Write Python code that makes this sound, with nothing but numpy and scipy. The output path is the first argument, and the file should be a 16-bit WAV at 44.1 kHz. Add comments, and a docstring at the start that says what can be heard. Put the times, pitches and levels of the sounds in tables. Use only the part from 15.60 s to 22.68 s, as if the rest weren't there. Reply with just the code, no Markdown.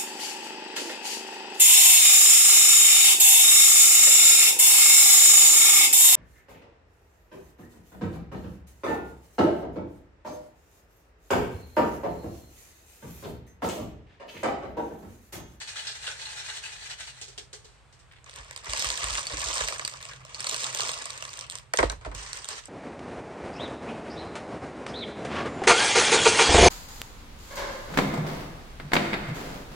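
"""Churning and crunching: a plastic net pot scoops fired clay pebbles from a tub in a greenhouse.
Two pours into a second pot follow. Each collision is a tiny ringing tick that also knocks the pot wall;
one flow level sets how many collide and how hard. The empty pot drops back with a thump, then fingers
spread the pebbles. A phone close by hears it over a faint outdoor rumble."""
import sys
import numpy as np
from scipy import signal
from scipy.fft import rfft, irfft
from scipy.io import wavfile
from scipy.ndimage import uniform_filter1d

SR = 44100
rng = np.random.default_rng(int(sys.argv[2]) if len(sys.argv) > 2 else 0)


def int16_out(signal):
    """Quantize to a 16-bit WAV file."""
    q = np.round(np.clip(np.atleast_2d(signal).T, -1, 1) * 32767)
    wavfile.write(sys.argv[1], SR, q.astype(np.int16))


N = 312439
T = np.arange(N) / SR

# Table levels are relative, ahead of each layer's gain.
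# flow over the rim, 0 dB at full stream: (time [s], level [dB])
FIRST_FLOW = [(2.66, -24.5), (2.74, -26), (2.78, -18), (2.84, -26), (3.03, -23), (3.1, -6), (3.22, -.5),
              (3.36, -5), (3.58, -2.5), (3.65, -11), (3.85, -1), (4.02, -1), (4.17, -10.5), (4.4, -20.5),
              (4.49, -15), (4.64, -33)]
SECOND_FLOW = [(4.72, -19), (4.87, -6.5), (5.05, -2), (5.12, -9.5), (5.22, -1), (5.45, -12.5), (5.7, -18),
               (5.85, -18.5), (5.885, -30), (5.95, -16), (6.08, -49)]
# hardest collisions: (time [s], level [dB], pitch [Hz], wall re tick [dB])
HARD_HITS = [(2.523, -49, 2300, -10), (2.643, -46, 6150, -11), (2.6956, -39.5, 4320, -15),
             (2.711, -51, 4400, -15), (2.739, -41, 6860, -15), (2.76, -36.5, 5800, -22),
             (2.91, -33.5, 5800, -2), (2.9622, -31, 5000, -7.5), (2.976, -36, 4530, -2),
             (3.0448, -35.5, 4200, -7), (3.096, -36, 4000, -10), (3.134, -22.5, 3830, 1),
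             (3.2245, -25, 4450, -24), (3.2455, -22.5, 4300, -31), (3.3028, -18.5, 4740, -32),
             (3.3752, -24, 5940, -24), (3.4418, -23, 4560, -1), (3.553, -24.5, 3460, -21),
             (3.5803, -27, 3320, 12), (3.935, -32, 4860, -10), (3.972, -28, 3900, -1),
             (4.008, -24.5, 3140, 5), (4.0765, -25, 6550, -5), (4.085, -22, 6450, -1),
             (4.124, -29, 7700, 14), (4.1953, -27.5, 3800, 6.5), (4.2498, -27, 5800, -8),
             (4.277, -24, 4800, -4.5), (4.338, -35.5, 5860, -5), (4.413, -39, 7050, -17),
             (4.427, -36, 7000, -7), (4.4526, -35, 4700, 4), (4.5343, -39.5, 4900, -1),
             (4.6503, -40, 4530, -2), (4.7445, -43, 3600, -6), (4.805, -26, 7000, -20),
             (4.844, -26.5, 4770, -3), (4.8692, -27, 4430, -1), (4.894, -21, 6700, -22),
             (4.912, -22.5, 6600, -20), (4.944, -22, 4460, -8), (4.963, -28, 6960, -18),
             (5.043, -24, 3580, -13), (5.094, -36, 4900, -16), (5.1475, -22, 6500, -14),
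             (5.173, -27.5, 4800, -7), (5.1963, -26.5, 3560, 11), (5.206, -20, 4330, -19),
             (5.272, -36, 6800, -13), (5.2925, -26, 3060, -0.5), (5.316, -29, 5230, -9),
             (5.422, -31.5, 5940, -15), (5.456, -27, 7640, -23), (5.5042, -28.5, 6400, -15),
             (5.577, -33, 7150, -17), (5.6243, -27.5, 6100, -2), (5.652, -31.5, 6000, -2),
             (5.692, -35, 5500, -18), (5.732, -34, 5300, -22), (5.738, -33.5, 6900, -23),
             (5.773, -35.5, 7400, -23), (5.791, -29.5, 5900, -24), (5.81, -31, 4930, -7),
             (5.8989, -29.5, 7600, -31), (5.91, -35, 6700, -12), (5.922, -35, 6840, -22),
             (5.9544, -28, 6700, -32), (5.9855, -35.5, 4850, -22), (6.1368, -19.5, 12200, -18),
             (6.1728, -19.5, 5400, -17), (6.204, -28.5, 8400, -18), (6.267, -48, 6500, -18),
             (6.2985, -25, 6200, -6), (6.5495, -33, 7600, -27), (6.7312, -26, 7340, -34),
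             (6.7721, -31, 6300, -25), (6.8448, -31.5, 5700, -12), (6.855, -37, 5300, -13),
             (6.888, -25.5, 6840, -16), (7.056, -37, 5850, -17)]
# hard-fired pebbles with one clear pitch: (time [s], level [dB], pitch [Hz], decay [s])
RINGING_HITS = [(3.6689, -25.5, 4560, 0.0027), (4.2502, -23, 4670, 0.0019), (4.7458, -30, 4440, 0.0019),
                (4.797, -35, 4400, .0025), (4.8684, -23.5, 4400, 0.0033), (5.292, -24.5, 4150, .0022)]
# pebble lumps or the falling pot flex a wall: (time [s], level [dB], pitch [Hz], decay [s])
WALL_FLEXES = [(3.135, -39, 600, .006), (3.255, -44, 1030, .01), (3.434, -30, 1080, 0.0092),
               (3.58, -30, 1080, .013), (3.712, -36.5, 561, 0.024), (3.735, -39.5, 303, 0.026),
               (3.839, -45, 1050, .009), (3.865, -36.5, 410, 0.0063), (3.957, -29, 1040, 0.022),
               (4.005, -31, 1280, 0.0088), (4.01, -35, 496, .008), (4.105, -32, 536, .009),
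               (4.126, -34, 520, 0.006), (4.339, -40.5, 1130, 0.011), (4.846, -37, 1090, 0.0068),
               (4.923, -34, 420, 0.0071), (5.048, -31.5, 1090, 0.015), (5.15, -33, 530, 0.0057),
               (5.211, -31, 1135, .008), (5.232, -37.5, 406, 0.0079), (6.1365, -23, 1680, .003),
               (6.138, -32.5, 488, 0.0088), (6.188, -22, 1740, 0.0079), (6.189, -19, 400, 0.0074),
               (6.2, -29, 267, 0.006), (6.23, -14, 490, 0.007), (6.461, -31.5, 617, 0.017),
               (6.467, -36, 410, 0.0079), (6.475, -36, 278, 0.019)]
# scoop strokes through the tub: (crest time [s], level [dB], rise [s], fall [s])
SCOOP_SHOVES = [(0.01, -34, 0.075, 0.039), (.088, -33, 0.02, 0.04), (.178, -32.5, 0.034, 0.058),
                (0.278, -33.5, 0.042, 0.059), (.357, -36, 0.015, 0.024), (0.474, -32, 0.069, 0.074),
                (.618, -34.5, 0.041, 0.043), (.662, -36.5, 0.013, 0.028), (.705, -35.5, 0.028, 0.081),
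                (.788, -32.5, 0.032, 0.028), (.9, -33.5, 0.089, 0.038), (.966, -32, 0.031, 0.032),
                (1.05, -33.5, 0.026, 0.046), (1.138, -37, 0.048, 0.035), (1.262, -36.5, 0.088, .04),
                (1.316, -34, 0.028, 0.026), (1.409, -34, 0.026, 0.042), (1.487, -37, 0.03, 0.025),
                (1.575, -45, 0.046, 0.069), (1.735, -57.5, 0.037, 0.045), (2.11, -61, 0.12, 0.1)]
# full scoop jolted level: (time [s], level [dB], scoop ring re level [dB])
SCOOP_JOLTS = [(1.614, -39.5, -4), (1.68, -44, -4), (1.777, -37.5, 0), (1.929, -37.5, -1.5),
               (2.044, -49.5, 2.5), (2.325, -53.5, -14), (2.391, -55.5, -14)]
# jams against the plastic: (time [s], level [dB], pitch [Hz], width [octaves], decay [s])
JAMS = [(0.156, -40, 1400, 0.52, .035), (0.164, -38, 3680, 0.68, 0.028), (.268, -33.5, 4400, 0.72, 0.048),
        (.468, -33, 3250, .9, 0.016), (.472, -32.5, 1500, 0.38, 0.028), (.474, -42, 570, 0.87, 0.043),
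        (0.654, -36, 4300, 0.28, .016), (.89, -39, 1810, 0.46, 0.031), (0.899, -37, 3730, .6, .018),
        (1.035, -39.5, 2780, 0.18, .022), (1.308, -38.5, 3400, 1.4, 0.014), (1.613, -39, 4770, 1.25, .035),
        (1.683, -55, 4000, 0.7, 0.018), (1.778, -37, 3570, 1, 0.011), (2.512, -52, 2270, 1.3, 0.023),
        (2.558, -53.5, 2280, 1.5, 0.022), (4.509, -44, 1640, 0.48, 0.022), (5.842, -42, 2930, 0.54, 0.017)]
# empty pot hits the tub and topples:
# (time [s], level [dB], low-pass [Hz], high-pass [Hz], rattle decay at 1 kHz [s])
DROP_BLOWS = [(6.1355, -25, 1500, 520, 0.0014), (6.1875, -19.5, 2300, 300, 0.0099),
              (6.2284, -18.5, 750, 324, 0.0031), (6.3, -36, 2670, 400, 0.011),
              (6.324, -39.5, 1050, 298, 0.0035), (6.412, -51.5, 2540, 302, 0.07),
              (6.449, -38, 2420, 500, 0.013), (6.459, -36, 870, 300, 0.006),
              (6.515, -42.5, 1200, 300, 0.015)]
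# pot shaken and set down: (time [s], level [dB])
POT_BUMPS = [(2.783, -35.5), (3.08, -29.5), (3.25, -31), (3.428, -27.5), (3.499, -30), (3.723, -29),
             (3.777, -37), (3.849, -34), (4.007, -30), (6.188, -23.5), (6.234, -17.5), (6.461, -27),
             (6.545, -29)]
# fingers in the filled pot: (time [s], level [dB])
FINGER_PRESSURE = [(6.54, -64), (6.555, -49), (6.63, -48), (6.72, -50.5), (6.76, -48), (6.87, -57),
                   (6.89, -46), (6.925, -41), (6.948, -53), (6.968, -45), (6.99, -47.5), (7.01, -60.5),
                   (7.08, -62)]
# modes of pot, struck tub, rubbed tub, scoop and boom: (frequency [Hz], width [Hz], level [dB])
POT_MODES = [(283.5, 16.4, -1.5), (427, 69, -1.5), (578, 110, 4), (720, 226, -3), (1050, 206, 1.5),
             (1280, 120, -2), (1580, 470, -3.5), (2310, 1600, -7.5)]
TUB_MODES = [(270, 180, 2), (420, 113, 0.5), (515, 70, 4), (592, 116, 2.5), (818, 81, -1), (870, 100, 1.5),
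             (1080, 200, 3), (1250, 130, 1.5), (1590, 125, -0.5), (1690, 150, -3), (2340, 470, -8)]
TUB_WALL_MODES = [(870, 31, 4.5), (1540, 180, -23), (1766, 385, 4.5), (1904, 145, 8.5), (2540, 94, 3),
                  (2770, 79, 4), (4430, 660, 0)]
SCOOP_MODES = [(415, 37, 19), (520, 180, -0.5), (814, 23, -11)]
BOOM_MODES = [(51.2, 11.7, 11.5), (81.4, 32, -0.5), (109.5, 53, 1.5)]
# spectra of heap, stream, outdoors, microphone and its left port: (frequency [Hz], level [dB])
HEAP_EQ = [(200, -14), (310, -32), (430, -5.5), (800, 2.5), (1100, -5), (1600, -4.5), (2600, -7),
           (4000, -2), (6000, 2), (8500, -3), (12000, -7)]
TICK_EQ = [(300, -7), (1000, -15), (1900, 8), (2900, 1), (4400, 4), (6000, 10), (8500, 2.5), (12000, -1)]
OUTDOOR_EQ = [(22, -30), (50, 5.5), (80, 2), (125, -3.5), (200, -17.5), (300, -21.5), (450, -17),
              (1000, -19), (3000, -29), (6000, -38), (9000, -35.5)]
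MIC_EQ = [(20, -6.5), (8600, 4.5), (9700, -6), (10600, -19.5), (12000, -12), (14000, -28.5), (16000, -57)]
LEFT_PORT_EQ = [(300, -2), (600, -3), (1100, -1.5), (1600, 1), (3000, 1), (4500, -2.5), (6000, -7.5),
                (7800, -2)]

POT_DETUNE, TUB_DETUNE = .12, .06  # spot to spot, fraction of pitch
REBOUND_DB = -14


def pouring():
    """More flow, more and harder collisions; they ring the pot wall, most at each shake."""
    tick_db, wall_db, wall_db_per_db = -33, -27.5, .65  # a thin stream still rolls along the wall
    trickle_per_s, stream_per_s, shake_s = 340, 600, .022
    flow = flow_db()
    grains = collisions(trickle_per_s + stream_per_s * np.sqrt(amp(flow)), spread_db=4.2, early_db=0)
    ticks = through(grains * amp(tick_db + flow), unit(colour(TICK_EQ)))
    shakes = sum(amp(db - 1) * np.exp(-((T - s) / shake_s) ** 2)
                 for s, db in POT_BUMPS if s < FIRST_FLOW[-1][0])
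    softened = np.tanh(grains / 2)  # thin wall yields to the hardest blows
    push = softened * np.hypot(amp(wall_db + wall_db_per_db * flow), shakes)
    return greenhouse(ticks + wall_knocks(push, POT_MODES, POT_DETUNE))


def flow_db():
    """Stream strength over both pours."""
    return np.interp(T, *np.transpose(FIRST_FLOW + SECOND_FLOW), left=-120, right=-120)


def pebble(hz, size=1024):
    """One collision: a dry crack and three brief modes of a porous ball."""
    t = T[:size]
    ring_s, crack_s = .0007, .0005
    modes_hz = hz * np.array([[.62], [1], [1.5]]) * np.exp(.14 * rng.standard_normal((3, 1)))
    partials = np.sin(2 * np.pi * np.minimum(modes_hz, SR / 3) * t)
    tone = np.array([.7, 1, .6]) @ partials * np.exp(-t / ring_s)
    burst = rng.standard_normal(size) * np.exp(-t / crack_s)
    crack = signal.lfilter([1, -1], [1, -np.exp(-2 * np.pi * hz / 3 / SR)], burst)
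    return unit(unit(tone) + 2.1 * unit(crack))


def collisions(per_s, spread_db, early_db, count=40, size=2048):
    """Pebbles of many sizes collide at random; the overall level is held even."""
    ticks = [nearby(pebble(hz), early_db, early_s=.01) for hz in np.geomspace(1700, 9500, count)]
    starts_s = T[rng.random(N) < per_s / SR]
    which, force, side = rng.random((len(starts_s), 3)).T
    strengths = np.sign(side - .5) * amp(spread_db * np.minimum(-np.log(1 - force), 4))
    out = np.zeros((2, N))
    for s, k, strength in zip(starts_s, (which * count).astype(int), strengths):
        add(out, s, strength * ticks[k])
    power = uniform_filter1d(np.mean(out ** 2, axis=0), size)
    return out / np.sqrt(np.abs(power) + power.mean() / 20)


def wall_knocks(push, modes, detune, size=512):
    """Blows land on five spots of a wall, each with its own pitch."""
    spots = np.linspace(-1, 1, 5)
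    struck = np.repeat(rng.choice(spots, N // size + 1), size)[:N]
    wall = sum(through(push * (struck == spot), wall_at(modes, detune * spot)) for spot in spots)
    return cut(wall, 223, "highpass", order=4)


def wall_at(modes, shift):
    """Wall response at a slack (shift < 0) or stiff spot."""
    return ring([(hz * (1 + shift), width_hz, db) for hz, width_hz, db in modes], size=2048)


def clacks(rows):
    """Single pebbles strike hard, knock the pot and rebound more softly."""
    out = np.zeros((2, N))
    for s, db, hz, wall_db in rows:
        tick = np.pad(pebble(hz), (0, 2048))
        wall = wall_at(POT_MODES, POT_DETUNE * rng.uniform(-.62, 1))
        knock = cut(through(tick, wall)[0], 400, "highpass")
        hit = nearby(unit(tick) + amp(wall_db) * unit(knock), early_db=-3.5, early_s=.002)
        add(out, s, crest(hit, db))
        rebound = nearby(pebble(hz), early_db=6, early_s=.005)
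        add(out, s + rng.uniform(.006, .025), crest(rebound, db + REBOUND_DB))
    return greenhouse(out) * amp([[.75], [2.25]])


def strays():
    """Pebbles bounce clear of the stream, fewer and softer as it thins."""
    flow = flow_db()
    per_s = 30 * amp(flow) ** .45
    at = np.flatnonzero(rng.random(N) < per_s / SR)
    force, pitch = rng.standard_normal((len(at), 2)).T
    db = -27 + .8 * flow[at] + 2 * force
    hz = 5400 * 2 ** (.3 * pitch)
    wall_db = np.full(len(at), -15)
    return clacks(zip(T[at], db, hz, wall_db))


def clinks():
    """A hard pebble cracks, rings briefly on one pitch and skips once."""
    out = np.zeros((2, N))
    t = T[:1024]
    for s, db, hz, decay_s in RINGING_HITS:
        tone = unit(np.sin(2 * np.pi * hz * t) * np.exp(-t / decay_s))
        hit = nearby(tone + .8 * pebble(hz), early_db=-6, early_s=.003)
        add(out, s, crest(hit, db))
        add(out, s + rng.uniform(.005, .009), crest(hit, db + REBOUND_DB))
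    return greenhouse(out)


def flexing():
    """A dented wall springs back: a hollow knock, sinking in pitch, roughened by its load."""
    bend, settle_s, rise_s, rattle_db = .24, .004, .0011, -2.5
    out = np.zeros((2, N))
    t = T[:SR // 6]
    for s, db, hz, decay_s in WALL_FLEXES:
        cycles = hz * (t + bend * settle_s * (1 - np.exp(-t / settle_s)))
        fade = (1 - np.exp(-t / rise_s)) * np.exp(-t / decay_s)
        tone = fade * np.sin(2 * np.pi * cycles)
        rattle = cut(rng.standard_normal((2, len(t))) * fade, [hz / 1.3, hz * 1.3], "bandpass")
        add(out, s, crest(unit(tone) + amp(rattle_db) * unit(rattle), db))
    return greenhouse(out) * amp([[-2], [-.5]])


def scooping():
    """Shoves churn the heap against the tub wall; jolts toss the load and ring the scoop."""
    jump_rise_s, jump_fall_s, kick_s = .0011, .023, .017
    churn_power, jump, kick = np.zeros((3, N))
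    t = T[:3 * SR]
    for s, db, rise_s, fall_s in SCOOP_SHOVES:
        width_s = np.where(t < s, rise_s, fall_s)
        push = amp(db) * np.exp(-np.abs((t - s) / width_s) ** 1.78)
        add(churn_power, 0, push ** 2)
    churn = np.sqrt(churn_power)
    for s, db, ring_db in SCOOP_JOLTS:
        add(jump, s, amp(db) * np.minimum(t / jump_rise_s, 1) * np.exp(-t / jump_fall_s))
        add(kick, s, amp(db + ring_db) * np.exp(-t / kick_s))
    grains = collisions(per_s=1900 * (T < t[-1]), spread_db=3.3, early_db=6)
    heap = through(grains * (amp(-6.5) * churn + amp(-1.5) * jump), unit(colour(HEAP_EQ)))
    wall = cut(wall_knocks(grains * churn, TUB_WALL_MODES, TUB_DETUNE, size=2048), 650, "highpass")
    scoop_drive = rng.standard_normal((2, N)) * (kick + amp(-25.5) * churn)
    hollow = cut(through(scoop_drive, ring(SCOOP_MODES)), 326, "highpass")
    return greenhouse(heap + amp(-12.5) * wall + hollow, tail_db=-3.5) * amp([[2], [0]])


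def crunches(slips_per_s=1200):
    """A jam gives way in a quick run of slips, ringing about its own pitch."""
    out = np.zeros((2, N))
    t = T[:SR // 5]
    for s, db, hz, octaves, decay_s in JAMS:
        slips = rng.standard_normal(len(t)) * (rng.random(len(t)) < slips_per_s / SR)
        run = nearby(slips * np.exp(-t / decay_s), early_db=-2, early_s=.0027)
        band_hz = hz * 2 ** (np.array([-.5, .5]) * octaves)
        add(out, s, crest(cut(run, band_hz, "bandpass"), db))
    return greenhouse(out, tail_db=-8.5)


def dropped_pot():
    """Blows ring the tub; its load rattles on, the lows lagging and lasting longest."""
    lag_at_1khz_s, spill_db, spill_s = .0004, -13, .029
    out, spill = np.zeros((2, N)), np.zeros(N)
    t = T[:SR // 5]
    for s, db, bright_hz, low_hz, rattle_s in DROP_BLOWS:
        rattle = 0
        for hz in 180 * 2 ** np.arange(6):
            since_s = np.maximum(t - lag_at_1khz_s * 1000 / hz, 0)  # low bending waves are slower
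            fade = (since_s > 0) * np.exp(-since_s / (rattle_s * (1000 / hz) ** .5))
            burst = fade * rng.standard_normal((2, len(t)))
            rattle = rattle + cut(burst, [hz, 2 * hz], "bandpass", order=1)
        force = 1.6 * unit(rattle)
        force[:, 0] += 1  # the impact itself
        shell = cut(through(force, ring(TUB_MODES)) + 1.33 * force, bright_hz, "lowpass", order=1)
        add(out, s, crest(cut(shell, low_hz, "highpass", order=4), db))
        add(spill, s, amp(db + spill_db) * np.exp(-t / spill_s))
    grains = collisions(per_s=2500 * (spill > 0), spread_db=4, early_db=20)
    return amp(4) * greenhouse(out + spill * cut(grains, 2600, "lowpass", order=1))


def booms():
    """Bumps set off a deep boom; the settling load adds a soft, uneven rumble."""
    rise_s, settle_db, settle_s = .028, -19.5, .16
    out, settle = np.zeros((2, N))
    body = ring(BOOM_MODES, size=16384)
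    boom = cut(body * (1 - np.exp(-T[:len(body)] / rise_s)), 41, "highpass", order=4)
    for s, db in POT_BUMPS:
        add(out, s, crest(boom, db - 1))
        add(settle, s, amp(db + settle_db) * np.exp(-T / settle_s))
    rumble = through(rng.standard_normal(N) * settle, ring([(62, 54, 3), (147, 84, -9.5)]))
    return (out + cut(rumble, 32, "highpass", order=4)) * amp([[-1], [0]])


def stirring():
    """Fingers rub rough pebbles together; the gritty rustle follows their pressure."""
    pressure = amp(np.interp(T, *np.transpose(FINGER_PRESSURE), left=-120))
    grit = collisions(per_s=1500 * (T > FINGER_PRESSURE[0][0]), spread_db=5, early_db=7.5) * pressure
    heap = through(grit, unit(colour(HEAP_EQ)))
    wall = wall_knocks(grit, POT_MODES, POT_DETUNE)
    return greenhouse(amp(3) * heap + amp(5) * wall, tail_db=-7.5)


def outdoors():
    """Distant rumble and hiss, partly common to both ports; a low drone swells once."""
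    drone_db, swell_db, crest_s, swell_s = -62, 9, 4.86, 1.18
    noise = through(rng.standard_normal((3, N)), unit(colour(OUTDOOR_EQ, size=8192)))
    swell = np.exp(-((T - crest_s) / swell_s) ** 2)
    drone = through(rng.standard_normal(N), ring([(126.8, 10.6, 0)])) * amp(drone_db + swell_db * swell)
    return cut(amp(-57.5) * noise[2] + amp(-55) * noise[:2] + drone, 26, "highpass", order=4)


def nearby(x, early_db, early_s, size=1024):
    """Direct path plus quick reflections off the pots, per port."""
    t = T[:size]
    direct = np.zeros((2, size))
    direct[:, 0] = 1
    early = rng.standard_normal((2, size)) * np.exp(-t / early_s) * (t > .0005)
    return through(x, unit(direct + amp(early_db) * unit(early)))


def greenhouse(x, tail_db=-11, t60_s=.22, rise_s=.0018, size=16384):
    """Sheet walls add a short diffuse tail."""
    t = T[:size]
    tail = rng.standard_normal((2, size)) * amp(-60 * t / t60_s) * (1 - np.exp(-t / rise_s))
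    return (x + amp(tail_db) * through(x, unit(tail))) / np.sqrt(1 + amp(tail_db) ** 2)


def ports(x, left_lag_samples):
    """Two microphone ports share bass and top treble; the lag gives the direction."""
    left, right = rfft(x)
    hz = np.arange(len(left)) * SR / N
    shared = np.interp(hz, [250, 450, 6400, 8000], [.6, 0, 0, .85])
    left = np.sqrt(1 - shared ** 2) * left + shared * right
    delay = np.exp(-2j * np.pi * hz * left_lag_samples / SR)
    return irfft(np.array([left * delay, right]), N)


def ring(modes, size=8192):
    """Body response: damped sines, wider modes dying sooner."""
    t = T[:size]
    return unit(sum((-1) ** k * amp(db) * width_hz * np.exp(-np.pi * width_hz * t)
                    * np.sin(2 * np.pi * hz * t) for k, (hz, width_hz, db) in enumerate(modes)))


def colour(points, size=2048):
    """Minimum-phase response from (frequency [Hz], level [dB]) points."""
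    hz, db = np.transpose(points)
    bins_hz = np.arange(size // 2 + 1) * SR / size
    gain = amp(np.interp(np.log(bins_hz + 1), np.log(hz), db))
    cepstrum = irfft(np.log(gain))
    cepstrum[1:size // 2] *= 2
    cepstrum[size // 2 + 1:] = 0
    return irfft(np.exp(rfft(cepstrum)))


def through(x, response):
    """Convolve, keeping the input length."""
    return signal.oaconvolve(np.atleast_2d(x), np.atleast_2d(response), axes=-1)[:, :np.shape(x)[-1]]


def cut(x, hz, kind, order=2):
    """Low-, high- or band-pass filter."""
    return signal.sosfilt(signal.butter(order, np.minimum(hz, SR / 3), kind, fs=SR, output="sos"), x)


def add(track, s, sound):
    """Mix in at time s."""
    i = int(s * SR)
    track[..., i:i + sound.shape[-1]] += sound[..., :N - i]


def crest(x, db, size=128):
    """Set the RMS level of the loudest 3 ms."""
    return x * amp(db) / np.sqrt(uniform_filter1d(x ** 2, size).max())


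def unit(x):
    """Scale to unit energy."""
    return x / np.sqrt(np.sum(x ** 2, axis=-1, keepdims=True))


def amp(db):
    """Decibels to gain."""
    return 10 ** (np.asarray(db) / 20)


def scene():
    """Scoop on the left; pours, dropped pot and fingers on the right."""
    at_pot = pouring() + clacks(HARD_HITS) + strays() + clinks() + flexing() + dropped_pot() + stirring()
    at_tub = scooping() + crunches()
    close = ports(at_tub, left_lag_samples=-4) + ports(at_pot, left_lag_samples=10.5)
    return close + booms() + outdoors()


def record(dry):
    """The phone colours the left port slightly and rolls off the top of both."""
    top_hz = 15800
    left, right = rfft(dry)
    hz = np.arange(len(left)) * SR / N
    port_hz, port_db = np.transpose(LEFT_PORT_EQ)
    left = left * amp(np.interp(np.log(hz + 1), np.log(port_hz), port_db))
    heard = through(irfft(np.array([left, right]), N), colour(MIC_EQ))
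    return signal.sosfilt(signal.ellip(8, .2, 70, top_hz, fs=SR, output="sos"), heard)


dry = scene()
out = record(dry)
int16_out(out)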